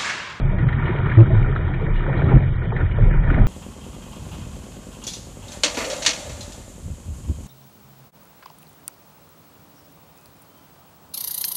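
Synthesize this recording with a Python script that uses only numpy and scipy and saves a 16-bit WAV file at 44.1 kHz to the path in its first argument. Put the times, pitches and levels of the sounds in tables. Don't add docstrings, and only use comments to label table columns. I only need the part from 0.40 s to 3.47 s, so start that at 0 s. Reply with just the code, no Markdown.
import sys
import numpy as np
from scipy import signal
from scipy.io import wavfile
from scipy.ndimage import uniform_filter1d

SR = 44100
rng = np.random.default_rng(int(sys.argv[2]) if len(sys.argv) > 2 else 0)


def store_pcm(level_fs):
    pcm = np.round(np.clip(level_fs, -1, 1) * 32767).astype(np.int16)
    wavfile.write(sys.argv[1], SR, np.atleast_2d(pcm).T)


def invert_db(x):
    u = np.asarray(x, float) / 20
    return 10 ** u


N = 135387

# [t/s, spray level/dB, slosh re spray/dB, wind level/dB]
WATER_COURSE = [(0.0, -37, -0.5, -54.5), (.14, -37, 0.5, -57), (.3, -36, 0, -54.5), (.49, -31, -1.5, -51),
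                (.7, -31.5, -2, -51.5), (.84, -34.5, 1, -51), (1.4, -37, 0, -55), (1.56, -36, -4.5, -53),
                (1.69, -35, 3.5, -54.5), (1.9, -31, 2, -51.5), (2.08, -40.5, -0.5, -55),
                (2.27, -39, 1, -55.5), (2.4, -33.5, 1.5, -55.5), (2.47, -41, 1.5, -56.5),
                (2.62, -34.5, 0.5, -54.5), (2.81, -38, 1.5, -56.5), (2.93, -28, -1, -52.5),
                (3.07, -38, 0, -56.5)]


def rms_one(x):
    return x / np.sqrt(np.mean(x ** 2) + 1e-20)


def in_time(rows):
    s, *columns = np.transpose(rows)
    return [np.interp(np.arange(N) / SR, s, c) for c in columns]


def drift(rate_hz):
    r = np.exp(-80 * np.pi * rate_hz / SR)
    slow = signal.lfilter([1], [1, -2 * r, r * r], rng.standard_normal(N // 40 + 2002))[2000:]
    return np.interp(np.arange(N) / 40, np.arange(len(slow)), rms_one(slow - slow.mean()))


def resonate(x, hz, width_hz):
    r = np.exp(-np.pi * width_hz / SR)
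    zeros = np.array([1, 0, -1]) * (1 - r * r) / 2
    return signal.lfilter(zeros, [1, -2 * r * np.cos(2 * np.pi * hz / SR), r * r], x)


def resonate_twice(x, hz, width_hz):
    return resonate(resonate(x, hz, width_hz), hz, width_hz)


def steady(x, span_s):
    evenness = 0.58
    size = int(span_s * SR)
    power = uniform_filter1d(uniform_filter1d(x ** 2, size=size), size=size)
    return rms_one(x / (power + .02) ** (evenness / 2))


def flow(modes, patchy_db, rate_hz, grain_db, span_s):
    grains_per_s, grain_spread_db = 500, 6.5
    out, together = 0, drift(rate_hz)
    for hz, width_hz, db in modes:
        sizes = invert_db(grain_spread_db * np.minimum(rng.exponential(1, N), 4)) * rng.choice([-1, 1], N)
        grains = rms_one(sizes * (rng.random(N) < grains_per_s / SR / len(modes)))
        turbulence = rng.standard_normal(N)
        flicker = invert_db(patchy_db * (together + drift(rate_hz)))
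        drive = (turbulence + invert_db(grain_db) * grains) * flicker
        run_up = drive[-SR // 4:]
        out = out + invert_db(db) * resonate_twice(np.r_[run_up, drive], hz, 1.42 * width_hz)[-N:]
    return steady(rms_one(out), span_s)


def taps(rows, trim_db, rise_s, centre_hz):
    partner_ratio, partner_db, rattle_db = 1.29, -9, -4
    out, t = np.zeros(N + SR), np.arange(SR // 8) / SR
    for s, db, hz, t25_s in rows:
        noise = rng.standard_normal(len(t))
        partner_hz = hz * partner_ratio ** np.sign(centre_hz - hz)
        partner_gain = invert_db(partner_db + 2.2 * noise[0])
        ring = np.sin(2 * np.pi * hz * t) + partner_gain * np.sin(2 * np.pi * partner_hz * t)
        ring = ring + invert_db(rattle_db) * rms_one(resonate_twice(noise, hz, 0.4 * hz))
        ring = ring * (1 - np.exp(-(t / rise_s) ** 2)) * invert_db(-25 * t / max(t25_s, .003))
        start = int(s * SR)
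        out[start:start + len(t)] += invert_db(db + trim_db) * ring / np.abs(ring).max()
    return out[:N]


def wind():
    # [f/Hz, width/Hz, level/dB]
    seam_modes = [(2900, 340, -1.5), (3210, 410, 1), (3690, 150, -1.5), (4450, 830, -12), (4540, 220, -10)]
    wind_db = in_time(WATER_COURSE)[2]
    return invert_db(wind_db) * flow(seam_modes, patchy_db=1.8, rate_hz=10, grain_db=-17.5, span_s=0.25)


def spray():
    # [f/Hz, width/Hz, level/dB]
    case_modes = [(946, 88, -1.5), (1233, 220, -5), (1421, 180, -3), (1820, 210, -2.5), (2250, 320, -6.5),
                  (2490, 120, -18.5)]
    spray_db = in_time(WATER_COURSE)[0]
    return invert_db(spray_db - 1.5) * flow(case_modes, patchy_db=1.5, rate_hz=12.6, grain_db=-6.5, span_s=0.31)


def slosh():
    # [f/Hz, width/Hz, level/dB]
    deck_modes = [(265, 73, -2.5), (353, 87, 1), (463, 182, -11), (554, 200, -7), (778, 140, -10.5)]
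    spray_db, slosh_db, _ = in_time(WATER_COURSE)
    level = invert_db(spray_db + slosh_db + 0.5)
    return level * flow(deck_modes, patchy_db=2.25, rate_hz=5, grain_db=-5.0, span_s=0.098)


def small_drops():
    # [t/s, peak/dB, f/Hz, time to fall 25 dB/s]
    drop_rows = [(.1436, -30.5, 914, .02), (.2653, -31.5, 1240, .015), (.288, -21, 1380, .015),
                 (.385, -25.5, 1820, .04), (.505, -24.5, 1470, 0.022), (.585, -26, 2340, 0.009),
                 (.698, -23.5, 2230, 0.017), (.749, -25, 1260, 0.017), (.8275, -25, 1305, 0.01),
                 (1.0136, -31.5, 1410, 0.013), (1.1238, -21.5, 1330, 0.0065), (1.282, -31, 1360, .015),
                 (1.3957, -27.5, 925, .02), (1.4636, -37, 1950, 0.0091), (1.5569, -22.5, 1803, 0.0073),
                 (1.6367, -23.5, 1464, 0.011), (1.6611, -22.5, 885, .025), (1.695, -21, 827, .025),
                 (1.7978, -28, 1015, 0.012), (1.8776, -23, 1216, 0.012), (2.2154, -25, 1445, 0.041),
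                 (2.6394, -31, 1390, .015), (2.836, -27, 1890, 0.013), (2.985, -24.5, 1480, 0.024),
                 (.455, -30, 2900, 0.052), (.655, -33, 2940, .04), (1.152, -39.5, 3886, .02),
                 (1.775, -37, 3900, .02), (1.84, -36.5, 3890, .02), (2.155, -43.5, 3990, 0.015),
                 (2.4, -40.5, 3600, .03)]
    return taps(drop_rows, trim_db=-2.5, rise_s=0.0015, centre_hz=1600)


def deck_ticks():
    # [t/s, peak/dB, f/Hz, time to fall 25 dB/s]
    tick_rows = [(0.0982, -27.5, 1866, 0.02), (0.183, -23, 1890, 0.039), (0.2852, -20, 1864, 0.02),
                 (0.3256, -20, 1820, 0.02), (0.4227, -21.5, 1390, 0.015), (0.4783, -19, 1790, 0.017),
                 (0.5363, -28, 900, 0.022), (0.5601, -28, 2250, 0.012), (0.6588, -19, 963, 0.014),
                 (0.7138, -18, 1714, 0.022), (0.7856, -20, 985, 0.03), (0.857, -23.5, 1464, 0.025),
                 (0.9472, -28, 998, 0.017), (1.045, -22, 1426, 0.018), (1.1585, -15.5, 1316, 0.017),
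                 (1.3361, -21.5, 1822, 0.0079), (1.6057, -23.5, 1258, 0.024), (1.6631, -22.5, 1478, 0.037),
                 (1.7275, -19.5, 1490, 0.01), (1.8173, -18.5, 1508, 0.017), (1.8906, -19, 1372, 0.048),
                 (1.9591, -24.5, 1390, 0.012), (2.023, -25.5, 1860, 0.02), (2.3195, -19.5, 920, 0.016),
                 (2.3618, -17, 1790, 0.02), (2.4051, -21, 1426, 0.035), (2.7095, -22, 1735, 0.02),
                 (2.8737, -25, 1713, 0.02), (2.8998, -15.5, 1430, 0.018), (2.9407, -18.5, 1783, 0.018)]
    # [t/s, peak/dB, f/Hz, time to fall 25 dB/s]
    splash_rows = [
        (.771, -21, 643, 0.08),
        (.8, -31, 594, 0.064),
        (1.34, -26, 2350, 0.022),
        (1.53, -42.5, 2965, 0.13),
        (1.56, -31, 2900, 0.086),
        (1.915, -18, 803, 0.052),
        (1.926, -27.5, 777, 0.12),
        (2.51, -34, 2920, 0.076),
        (2.512, -30.5, 2176, .03),
    ]
    return taps(tick_rows + splash_rows, trim_db=-2.5, rise_s=0.002, centre_hz=1600)


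def side_laps():
    # [t/s, peak/dB, f/Hz, time to fall 25 dB/s]
    lap_rows = [(.186, -15, 326, .04), (.36, -14, 220.6, 0.094), (.796, -14, 471, .06),
                (.897, -13, 646, .05), (1.183, -18, 348, .04), (1.228, -22.5, 416, .04),
                (1.408, -14.5, 443, .05), (1.675, -16, 551, .06), (1.878, -9, 292, .04),
                (2.069, -23.5, 424, .04), (2.214, -17.5, 361, .05), (2.41, -16, 278.7, .04),
                (2.674, -16.5, 519, .06), (2.834, -22, 532, .03), (2.972, -11.5, 651, .035),
                (3.012, -17.5, 793, .03), (2.97, -6.5, 199.1, .1)]
    return taps(lap_rows, trim_db=-9.5, rise_s=0.008, centre_hz=400)


def bow_thuds():
    # [t/s, peak/dB, f/Hz, time to fall 25 dB/s]
    thud_rows = [(0.03, -32, 376, 0.045), (0.121, -17, 599, 0.048), (0.485, -8.5, 349, 0.028),
                 (0.774, -1.5, 332.4, 0.069), (0.924, -12, 353, 0.055), (1.082, -15, 389, 0.091),
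                 (1.289, -18, 299, 0.048), (1.341, -18, 353, 0.026), (1.466, -16.5, 437, 0.056),
                 (1.737, -25, 382, 0.051), (1.902, -8, 380, 0.076), (2.322, -13.5, 368, 0.04),
                 (2.381, -21, 368.4, 0.05), (2.585, -15, 433, 0.042), (2.894, -11.5, 272.3, 0.11),
                 (2.977, -25.5, 340, 0.027)]
    return taps(thud_rows, trim_db=-9.5, rise_s=0.012, centre_hz=400)


def hull_heave():
    # [t/s, level/dB]
    heave_rows = [
        (0.0, -24.5),
        (0.61, -33.5),
        (1.03, -20.5),
        (1.29, -30.5),
        (1.68, -23.5),
        (2.25, -28),
        (2.92, -19.5),
        (3.07, -24),
    ]
    # [f/Hz, width/Hz, level/dB]
    bending_modes = [(30.65, 7.2, -4.5), (46, 10, -8)]
    level = invert_db(in_time(heave_rows)[0] + 2.5)
    return level * flow(bending_modes, patchy_db=2.5, rate_hz=3.9, grain_db=-32, span_s=0.055)


def panel_drumming():
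    # [t/s, level/dB]
    drum_rows = [
        (0.0, -21.5),
        (0.14, -24),
        (0.69, -23.5),
        (0.87, -19.5),
        (1.48, -26.5),
        (1.68, -28),
        (1.88, -18.5),
        (2.28, -26.5),
        (3.07, -20),
    ]
    # [f/Hz, width/Hz, level/dB]
    panel_modes = [(84, 21, -4), (111.2, 37, -5.5), (130.5, 22.8, -3), (182.5, 34.8, -14)]
    level = invert_db(in_time(drum_rows)[0] + 2)
    return level * flow(panel_modes, patchy_db=2.0, rate_hz=6.4, grain_db=-5.5, span_s=0.041)


def shudders():
    # [t/s, length/s, level/dB, f/Hz]
    blow_rows = [(0.226, 0.018, -10.5, 140), (.266, 0.014, -10, 125), (.196, .016, -15.5, 100),
                 (2.262, .055, -17.5, 117.6), (1, 0.035, -22, 190), (0.6, 0.0054, -10.5, 51),
                 (3, 0.018, -9.5, 90), (.657, 0.015, -12, 140), (2.995, .035, -13.5, 110),
                 (0.833, 0.0266, -15.5, 121.5), (.925, 0.081, -11.5, 105.8), (0.94, 0.024, -19.5, 37),
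                 (1.0, 0.035, -35, 129.3), (1.85, 0.3, -25, 142.4), (1.9361, 0.037, -3, 132.7),
                 (1.942, 0.027, -1.5, 44), (1.98, 0.11, -18.5, 134.5), (2.423, 0.043, -16, 95.5),
                 (2.608, 0.033, -10.5, 110), (2.634, 0.028, -14.5, 140.6), (1.66, 0.073, -21, 141.9),
                 (1.472, 0.11, -19, 31), (2.598, 0.087, -13, 33.4), (2.749, 0.038, -10.5, 32),
                 (2.973, 0.09, -8.5, 31.2)]
    # [t/s, length/s, level/dB, f/Hz]
    rig_rows = [
        (.7708, .0565, .5, 112),
        (.7976, .017, -7, 112),
    ]
    rise_cycles, fall_cycles = .3, .4
    out, t = np.zeros(N), np.arange(N) / SR
    waver = 1 + .025 * drift(42)
    for s, length_s, db, hz in blow_rows + rig_rows:
        cycles = hz * np.cumsum((t >= s) * waver) / SR
        swell = 1 - np.exp(-cycles / rise_cycles)
        damping = np.exp(-np.maximum(t - s - length_s, 0) * hz / fall_cycles)
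        out += invert_db(db) * swell * damping * np.sin(2 * np.pi * cycles)
    return out


def scene():
    impacts = deck_ticks() + bow_thuds()
    hull = hull_heave() + panel_drumming() + shudders()
    water = spray() + slosh() + wind()
    light_impacts = small_drops() + side_laps()
    return (hull + water + impacts + light_impacts)[None]


def band_gate(x):
    # [f/Hz, level per line/dB]
    gate_rows = [(500, -85), (1600, -68), (2300, -70), (2700, -73), (3000, -80), (3500, -77), (3900, -79),
                 (4300, -88)]
    wobble_db, top_flutter_db, top_from_hz = 2.5, 3, 3300
    hz, _, lines = signal.stft(x, SR, nperseg=1792, noverlap=896)
    band = (hz // 150).astype(int)
    starts = np.flatnonzero(np.diff(band, prepend=-1))
    power = np.add.reduceat(np.abs(lines) ** 2, starts, axis=0) / np.bincount(band)[:, None]
    centre_hz = 150 * (np.arange(len(power)) + .5)
    gate_hz, gate_db = np.transpose(gate_rows)
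    limit_db = np.interp(np.log(centre_hz), np.log(gate_hz), gate_db)[:, None]
    wobble = rms_one(uniform_filter1d(rng.standard_normal(power.shape), size=3, axis=1))
    limit_db = limit_db + wobble_db * wobble
    busy = np.log(power[:18].sum(axis=0) * power[7:18].sum(axis=0) ** 2 + 1e-30)
    chance = rms_one(uniform_filter1d(rng.standard_normal(power.shape[1]), size=3))
    flutter = .7 * chance - .7 * rms_one(busy - busy.mean())
    top_weight = 4 * np.clip(centre_hz / top_from_hz - 1, 0, .25)[:, None]
    limit_db = limit_db + top_flutter_db * top_weight * flutter
    kept = lines * (power > invert_db(2 * limit_db))[band]
    return signal.istft(kept, SR, nperseg=1792, noverlap=896)[1][:N]


def band_limit(x):
    return signal.sosfilt(signal.butter(12, 4330, fs=SR, output="sos"), x)


def record(dry):
    clip_top, hardness, ceiling = .75, 11, .71
    x = dry - 0.75 * resonate(dry, 2627, 260)
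    x = x / (1 + np.abs(x / clip_top) ** hardness) ** (1 / hardness)
    top_cut = signal.cheby2(10, 60, 5240, fs=SR, output="sos")
    x = signal.sosfilt(top_cut, np.c_[x[:, 200:0:-1], x])[:, 200:]
    mix = np.clip(band_gate(x[0]), -ceiling, ceiling)[None]
    return band_limit(mix)


dry = scene()
out = record(dry)
store_pcm(out)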